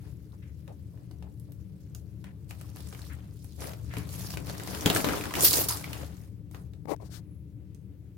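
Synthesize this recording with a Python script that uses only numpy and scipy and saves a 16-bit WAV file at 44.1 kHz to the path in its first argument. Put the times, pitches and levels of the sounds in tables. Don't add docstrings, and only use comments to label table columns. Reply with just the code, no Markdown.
import sys
import numpy as np
from scipy import signal
from scipy.fft import rfft, irfft, next_fast_len
from scipy.io import wavfile
from scipy.ndimage import uniform_filter1d, map_coordinates

SR = 44100
rng = np.random.default_rng(int(sys.argv[2]) if len(sys.argv) > 2 else 0)


def dump(signal):
    limited = np.clip(np.atleast_2d(signal).T, -1, 1)
    pcm = np.round(limited * 32767).astype(np.int16)
    wavfile.write(sys.argv[1], SR, pcm)


N = 360297
TOP_HZ = 15850

# (time [s], relative crack level [dB], relative knock level [dB], stone pitch [Hz])
STONE_CONTACTS = [(0.678, -50, -48.5, 2090), (0.9744, -62, -59, 1890), (1.112, -49.5, -52, 4600),
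                  (1.2247, -71, -45.5, 2190), (1.3983, -44.5, -83, 10700), (1.5205, -44, -58.5, 12660),
                  (1.9487, -34, -48.5, 6940), (2.2419, -44.5, -43.5, 2062), (2.5087, -34.5, -39, 2320),
                  (2.612, -38.5, -44, 9030), (2.7, -46.5, -56, 9000), (2.7608, -38.5, -46.5, 13400),
                  (2.769, -42, -43, 4435), (2.805, -41, -49.5, 3660), (2.872, -42, -48, 8020),
                  (2.887, -43, -68, 9050), (2.9266, -43, -38.5, 2410), (2.948, -38.5, -53, 2426),
                  (2.991, -43.5, -57, 1590), (3.018, -40, -59, 4400), (3.134, -42, -69, 8990),
                  (3.4443, -40, -50, 12200), (3.62, -43.5, -36, 1180), (3.672, -33.5, -53, 5160),
                  (3.7339, -39, -39, 2550), (3.938, -35, -35.5, 1595), (3.9684, -30, -34, 2373),
                  (3.984, -33, -38.5, 9050), (4.091, -35.5, -62, 4500), (4.3054, -29.5, -42, 5520),
                  (4.338, -40, -35.5, 1506), (4.372, -31, -30, 2410), (4.4696, -31.5, -46, 4570),
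                  (4.4973, -32.5, -31.5, 4174), (4.5805, -33.5, -50, 5775), (4.5979, -37, -34, 2002),
                  (4.635, -31.5, -41.5, 8930), (4.6745, -31, -35.5, 6000), (4.7482, -28, -33.5, 3000),
                  (4.809, -26.5, -41, 6000), (4.8597, -8.5, -22, 3100), (4.9004, -12.5, -20, 3210),
                  (4.949, -15.5, -25.5, 7580), (4.9621, -16.5, -20.5, 1400), (4.9703, -17.5, -31.5, 7960),
                  (5.0444, -24, -18.5, 2602), (5.087, -23, -25, 1907), (5.134, -25.5, -38, 1068),
                  (5.21, -27.5, -39, 2600), (5.238, -28.5, -35.5, 1676), (5.255, -26.5, -43.5, 1319),
                  (5.308, -32.5, -43, 1150), (5.3385, -20.5, -42, 2008), (5.353, -20, -37.5, 2522),
                  (5.4077, -13.5, -36, 8990), (5.435, -13, -41, 9520), (5.447, -4.5, -33.5, 12730),
                  (5.531, -7.5, -42.5, 11720), (5.5385, -15, -45.5, 4756), (5.5914, -17, -42.5, 12470),
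                  (5.686, -15, -37.5, 11780), (5.709, -18.5, -42.5, 10870), (5.7717, -25.5, -57, 7430),
                  (5.8416, -29.5, -38, 2181), (5.931, -27, -43, 2440), (6.5122, -47, -53.5, 8770),
                  (6.5466, -51.5, -41.5, 2263), (6.735, -57.5, -50, 2994), (7.747, -46, -78, 7230)]


def ticks():
    cracks, knocks = np.zeros((2, N + SR)), np.zeros((2, N + SR))
    t = np.arange(SR // 8) / SR
    for s, crack_db, knock_db, hz in STONE_CONTACTS:
        grit, lean = rng.standard_normal((4, 2, len(t))), rng.standard_normal()
        here = slice(round(s * SR), round(s * SR) + len(t))
        strike = amp(-60 * t * hz / 30) * (1 - np.exp(-t / 0.00028))
        strike = strike * (0.5 * grit[3, :1] + grit[3])
        ring = signal.lfilter(*signal.iirpeak(hz, 3.5, SR), strike)
        high_pass = signal.butter(1, hz / 3, "high", fs=SR)
        snap = signal.lfilter(*high_pass, amp(-60 * t / 0.022) * grit[0])
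        crack = ring / np.abs(ring).max() + 0.35 * snap
        crack = crack / np.abs(crack).max(axis=1, keepdims=True)
        cracks[:, here] += amp(crack_db + 2.0) * sides(1.1 * lean - 1.5)[:, None] * crack
        fade = amp(-60 * t / 0.024) + 0.023 * amp(-60 * t / 0.094)
        knock = fade * (grit[1] + 0.51 * grit[2, :1])
        knocks[:, here] += amp(knock_db + 12) * sides(lean + 3)[:, None] * knock
    return cracks[:, :N] + coloured_knock(knocks[:, :N])


# (frequency [Hz], relative level [dB])
GRIND_COLOUR = [(120, -1), (250, 1.5), (450, -1), (1000, -5), (1500, -8.5), (3200, -13.5), (10000, -25)]


def coloured_knock(x):
    return filtered(x, lambda hz: amp(along(GRIND_COLOUR, hz)))


# (frequency [Hz], 60 dB decay time [s])
WALL_DECAY = [(300, 0.767), (2000, 0.15), (10000, 0.18)]


def walls(x):
    hz, t, z = signal.stft(rng.standard_normal((2, SR // 3)), SR, nperseg=256)
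    decay = amp(-60 * t / along(WALL_DECAY, hz)[:, None])
    tail = signal.istft(z * decay, SR, nperseg=256)[1]
    delayed = np.pad(x, ((0, 0), (150, 0)))
    return signal.fftconvolve(delayed, tail / np.linalg.norm(tail[0]), axes=1)[:, :N]


# (frequency [Hz], relative level [dB])
FIZZ_COLOUR = [(1500, -16), (3000, -9.5), (5000, -3), (8000, -5.5), (11000, -1.5), (14000, -2.5),
               (16000, -7)]


def gravel():
    fizz_db, grind_db = load()
    fizz = crumbs(rate=220, spread_db=5.5, life=0.0039, bed=1.5)
    fizz = coloured(patchy(fizz, depth_db=2.5, span=12), FIZZ_COLOUR)
    sheen = fizz - filtered(fizz, lambda f: 1 / (1 + (f / 7000) ** 2))
    fizz = fizz + np.clip((fizz_db + 36.5) / 22, -.5, 1.5) * sheen
    fizz = fizz + 0.2 * chips(rate=150, hz=9200, scatter=0.35, cycles=3.3, spread_db=7.5)
    grind = crumbs(rate=97, spread_db=1.0, life=0.0035, bed=2.4)
    grind = coloured(patchy(grind, depth_db=1.0, span=6), GRIND_COLOUR)
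    grind = grind + 0.32 * chips(rate=140, hz=1595, scatter=.6, cycles=2.0, spread_db=8.0)
    grind = grind + 0.38 * ambient(resonances(CORNER_MODES[-3:]))
    fizz_gain = amp(fizz_db + 2.0 + 0.5 * wobble(30)) * sides(-0.69)[:, None]
    grind_gain = amp(grind_db + 1.0 + 1.5 * wobble(25)) * sides(3.9)[:, None]
    return fizz_gain * fizz + grind_gain * grind


# (full-load time [s], build-up [s], hold [s],
# relative fizz level [dB], relative grind level [dB])
WEIGHT_SHIFTS = [(0.0, .01, 0.082, -65.5, -67), (2.497, 0.016, 0.018, -56.5, -58),
                 (2.603, 0.11, 0.089, -60.5, -61.5), (2.754, 0.058, 0.33, -55.5, -61),
                 (3.605, 0.043, 0.069, -46.5, -48.5), (3.967, 0.18, 0.02, -53.5, -52.5),
                 (4.147, 0.19, 0.19, -44.5, -53), (4.484, .07, .01, -45.5, -43.5),
                 (4.622, 0.056, 0.13, -50, -45), (4.798, 0.37, 0.042, -43.5, -43),
                 (4.86, 0.014, 0.019, -45.5, -28), (4.961, 0.07, 0.012, -33.5, -34.5),
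                 (5.048, 0.022, 0.13, -41.5, -34.5), (5.363, 0.065, 0.067, -47.5, -36),
                 (5.445, 0.076, 0.021, -21.5, -44.5), (5.535, .004, 0.016, -28, -44.5),
                 (5.573, 0.073, 0.037, -30.5, -35.5), (5.689, 0.0034, 0.016, -32, -50),
                 (5.915, 0.6, 0.12, -50, -47), (6.131, .1, 0.1, -60.5, -64),
                 (6.523, 0.026, 0.066, -61.5, -72)]
# (time [s], relative fizz level [dB], relative grind level [dB])
FAINT_STIRRING = [(0, -70.5, -76), (1.4, -72.5, -81), (2.45, -72, -75.5), (3.2, -69, -59.5),
                  (3.55, -58, -91.5), (3.9, -62.5, -66.5), (5.3, -47, -47.5), (6.3, -75, -87),
                  (6.45, -84, -99)]
BUILD_DB = 23.5
RELEASE_DB_PER_S, GRIND_RELEASE_DB_PER_S = 151, 139.5


def load():
    t = np.arange(N) / SR
    fizz_db, grind_db = curves(FAINT_STIRRING)
    fizz_power, grind_power = amp(fizz_db) ** 2, amp(grind_db) ** 2
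    for s, build, hold, fizz_db, grind_db in WEIGHT_SHIFTS:
        early_db = BUILD_DB * np.clip(s - t, 0, 1) / abs(build)
        late = np.clip(t - s - hold, 0, 1)
        fizz_power = fizz_power + amp(fizz_db - early_db - RELEASE_DB_PER_S * late) ** 2
        grind_power = grind_power + amp(grind_db - early_db - GRIND_RELEASE_DB_PER_S * late) ** 2
    return 10 * np.log10(fizz_power), 10 * np.log10(grind_power)


def crumbs(rate, spread_db, life, bed):
    sizes = amp(spread_db * np.minimum(rng.exponential(size=N), 3))
    starts = (rng.random(N) < rate / SR) * sizes
    bursts = signal.lfilter([1], [1, -np.exp(-1 / (life * SR))], starts)
    return (bed + unit(bursts)) * rng.standard_normal((2, N))


def chips(rate, hz, scatter, cycles, spread_db):
    count, t = int(rate * N / SR), np.arange(SR // 100) / SR
    when, size = rng.random((count, 2)).T
    pitch, lean = rng.standard_normal((count, 2)).T
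    pitch = np.clip(hz * np.exp(scatter * pitch), 300, TOP_HZ)[:, None]
    strength = amp(-spread_db * np.log(size + 0.098))[:, None]
    rings = strength * np.exp(-t * pitch / cycles) * np.sin(2 * np.pi * pitch * t)
    where = ((when * N).astype(int)[:, None] + np.arange(len(t))).ravel()
    ports = [np.bincount(where, (g[:, None] * rings).ravel(), N + SR)[:N] for g in sides(4 * lean)]
    return unit(np.array(ports))


# (time [s], relative level [dB])
LANDINGS = [(3.968, -22.5), (4.859, -10), (4.899, -21.5), (4.952, -19.5), (5.046, -30)]
# (frequency [Hz], relative level [dB], 60 dB decay time [s])
STONE_BED_MODES = [(116.4, 6.5, 0.046), (169.5, 5, 0.088), (281.3, 3, 0.092), (422.7, -5, 0.1208)]


def thuds():
    out, t = np.zeros((2, N + SR)), np.arange(SR // 5) / SR
    ring = sum(amp(level - 60 * t / t60) * np.sin(2 * np.pi * hz * t) for hz, level, t60 in STONE_BED_MODES)
    ring = ring * (1 - np.exp(-t / 0.0029))
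    for s, db in LANDINGS:
        out[:, round(s * SR):][:, :len(t)] += amp(db - 8.0) * ring
    return filtered(out[:, :N], lambda hz: sides(along(PORT_LEAN, hz)))


# (start time [s], length [s], level before the swell [dB], centre frequency [Hz])
SOLE_RUBS = [(0, 0.16, -77, 1810), (0.323, 0.05, -64, 890), (0.417, 0.12, -64, 1960),
             (0.672, 0.085, -52, 570), (0.93, 0.16, -65, 543), (1.225, 0.074, -58, 705),
             (1.476, 0.059, -62, 547), (2.24, 0.09, -59, 1780), (3.097, 0.069, -51, 1670),
             (3.581, 0.19, -46.5, 503), (3.9, 0.18, -49.5, 1900), (5.43, 0.06, -33.5, 406.4),
             (5.5, 0.2, -40, 420.4), (5.679, 0.11, -39.5, 1011), (6.534, 0.11, -59, 1080)]


def rubs():
    out, grit = np.zeros((2, N)), crumbs(rate=200, spread_db=6.0, life=0.0065, bed=0.96)
    for s, length, db, hz in SOLE_RUBS:
        u = np.arange(int(length * SR)) / (length * SR)
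        here = slice(round(s * SR), round(s * SR) + len(u))
        peak = signal.iirpeak(hz, 1.4, SR)
        band = signal.lfilter(*peak, signal.lfilter(*peak, grit[:, here]))
        swell = np.sin(np.pi * u ** 0.53)
        out[:, here] += amp(db) * sides(2.6)[:, None] * swell * unit(band)
    return out


# (start time [s], length [s], hiss level [dB], scrape level [dB])
FINGER_STROKES = [(6.854, 0.005, -57.5, -39), (6.873, 0.079, -45, -27.5), (6.962, 0.0038, -50.5, -49),
                  (6.998, 0.049, -60, -44), (7.027, 0.073, -56, -59), (7.086, 0.13, -45, -59)]
# (frequency [Hz], relative level [dB])
SKIN_COLOUR = [(470, -42), (800, -25), (1420, -2.5), (2500, -11.5), (4500, -3), (16000, -13.5)]
# (frequency [Hz], relative level [dB])
SCRAPE_COLOUR = [(150, -8), (350, 3.5), (700, 1), (1150, -6.5), (1500, -26), (2200, -18.5), (3200, -35.5)]


def finger():
    t, hiss_gain, scrape_gain = np.arange(N) / SR, 0, 0
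    for s, length, hiss_db, scrape_db in FINGER_STROKES:
        press = np.sin(np.pi * np.clip((t - s) / length, 0, 1))
        hiss_gain = hiss_gain + amp(hiss_db) * press ** 2.0
        scrape_gain = scrape_gain + amp(scrape_db) * press ** 0.57
    rough = crumbs(rate=1000, spread_db=0.0, life=0.0013, bed=0.31)[0]
    hiss = hiss_gain * coloured(rng.standard_normal(N), SKIN_COLOUR)
    scrape = scrape_gain * coloured(rough, SCRAPE_COLOUR)
    return (hiss + scrape) * [[1], [0]]


WHISTLE_S, WHISTLE_LENGTH_S, WHISTLE_DB = 7.2, 0.23, -74
LOW_HZ, ARCH_HZ, CREST = 10160, 1100, 0.66


def whistle():
    u = (np.arange(N) / SR - WHISTLE_S) / WHISTLE_LENGTH_S
    arch = np.exp(-((u - CREST) / 0.24) ** 2)
    gate = uniform_filter1d(1. * ((u > 0) & (u < 1)), size=400)
    level_db = WHISTLE_DB - 10 * (1.0 - arch) + 4.3 * wobble(84)
    hz = LOW_HZ + ARCH_HZ * arch + 90 * wobble(150)
    return gate * amp(level_db) * np.sin(2 * np.pi * np.cumsum(hz) / SR)


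# (time [s], level [dB])
HUM_LEVEL = [(0.0, -43), (3.71, -42), (3.96, -37.5), (8.17, -44.5)]
# (frequency [Hz], width before the skirts are steepened [Hz], relative level [dB])
CORNER_MODES = [(50.4, 12, -9), (73.56, 11, 3.5), (108.3, 44, 0), (154.1, 12, -2.5), (183.9, 26.2, -5.5),
                (296.4, 44, -14.5), (420.5, 54, -23), (535.4, 80, -32)]
# (frequency [Hz], relative level [dB])
AIR_COLOUR = [(180, -21), (300, -3), (412, -19.5), (801, -36), (2210, -34), (5900, -43.5), (12100, -41.5),
              (16000, -41.5)]


def background():
    [hum_db] = curves(HUM_LEVEL)
    hum = amp(hum_db) * ambient(resonances(CORNER_MODES))
    air = ambient(lambda hz: amp(along(AIR_COLOUR, hz)))
    return hum + amp(-62) * patchy(air, depth_db=1.3, span=24)


def resonances(modes):
    def peak(f, centre, width, db):
        damping = (f * width) ** 2
        return amp(db) * damping / ((centre * centre - f * f) ** 2 + damping)
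    return lambda f: np.sqrt(sum(peak(f, *mode) ** 2 for mode in modes))


# (frequency [Hz], left-right correlation [0 to 1])
PORT_LIKENESS = [(60, 0.87), (200, 0.8), (300, 0.88), (640, 0.51), (1400, 0.0284)]
# (frequency [Hz], left-right difference [dB])
PORT_LEAN = [(60, 8.5), (200, 5.5), (330, 1), (700, 10.5), (2400, 0.5), (15000, 6)]


def ambient(gain):
    def mid_side(hz):
        turn = np.arccos(np.clip(along(PORT_LIKENESS, hz), -1, 1)) / 2
        return gain(hz) * [np.cos(turn), np.sin(turn)]
    mid, side = filtered(rng.standard_normal((2, N)), mid_side)
    return unit(filtered(np.array([mid + side, mid - side]), lambda hz: sides(along(PORT_LEAN, hz))))


def patchy(x, depth_db, span):
    z = signal.stft(x, nperseg=256)[2]
    field = uniform_filter1d(rng.standard_normal(z.shape[1:]), span, 0)
    field = uniform_filter1d(field, span, 1)
    return signal.istft(z * amp(depth_db * unit(field)), nperseg=256)[1][:, :N]


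def amp(db):
    return 10 ** (np.asarray(db) / 20)


def unit(x):
    return x / np.sqrt(np.mean(x ** 2) + 1e-20)


def along(points, hz):
    f, v = np.transpose(points)
    return np.interp(np.log(hz + 1), np.log(f + 1), v)


def curves(rows):
    s, *cols = np.transpose(rows)
    return [np.interp(np.arange(N) / SR, s, c) for c in cols]


def wobble(rate):
    knots = rng.standard_normal(int(N * rate / SR) + 4)
    return map_coordinates(knots, [np.arange(N) * rate / SR])


def filtered(x, response):
    m = next_fast_len(N + SR // 2)
    return irfft(rfft(x, m) * response(np.fft.rfftfreq(m, 1 / SR)), m)[..., :N]


def coloured(x, spectrum):
    return unit(filtered(x, lambda hz: amp(along(spectrum, hz))))


def sides(db):
    return amp(np.array([db / 2, -db / 2]))


def scene():
    stones = ticks()
    underfoot = stones + amp(-3.5) * walls(stones) + thuds() + gravel() + rubs()
    return underfoot + finger() + whistle() + background()


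def record(dry):
    rounded = dry / (1 + np.abs(dry / .9) ** 4) ** (1 / 4)
    return filtered(rounded, lambda hz: hz ** 4 / (hz ** 4 + 36 ** 4) * (hz < TOP_HZ))


dry = scene()
out = record(dry)
dump(out)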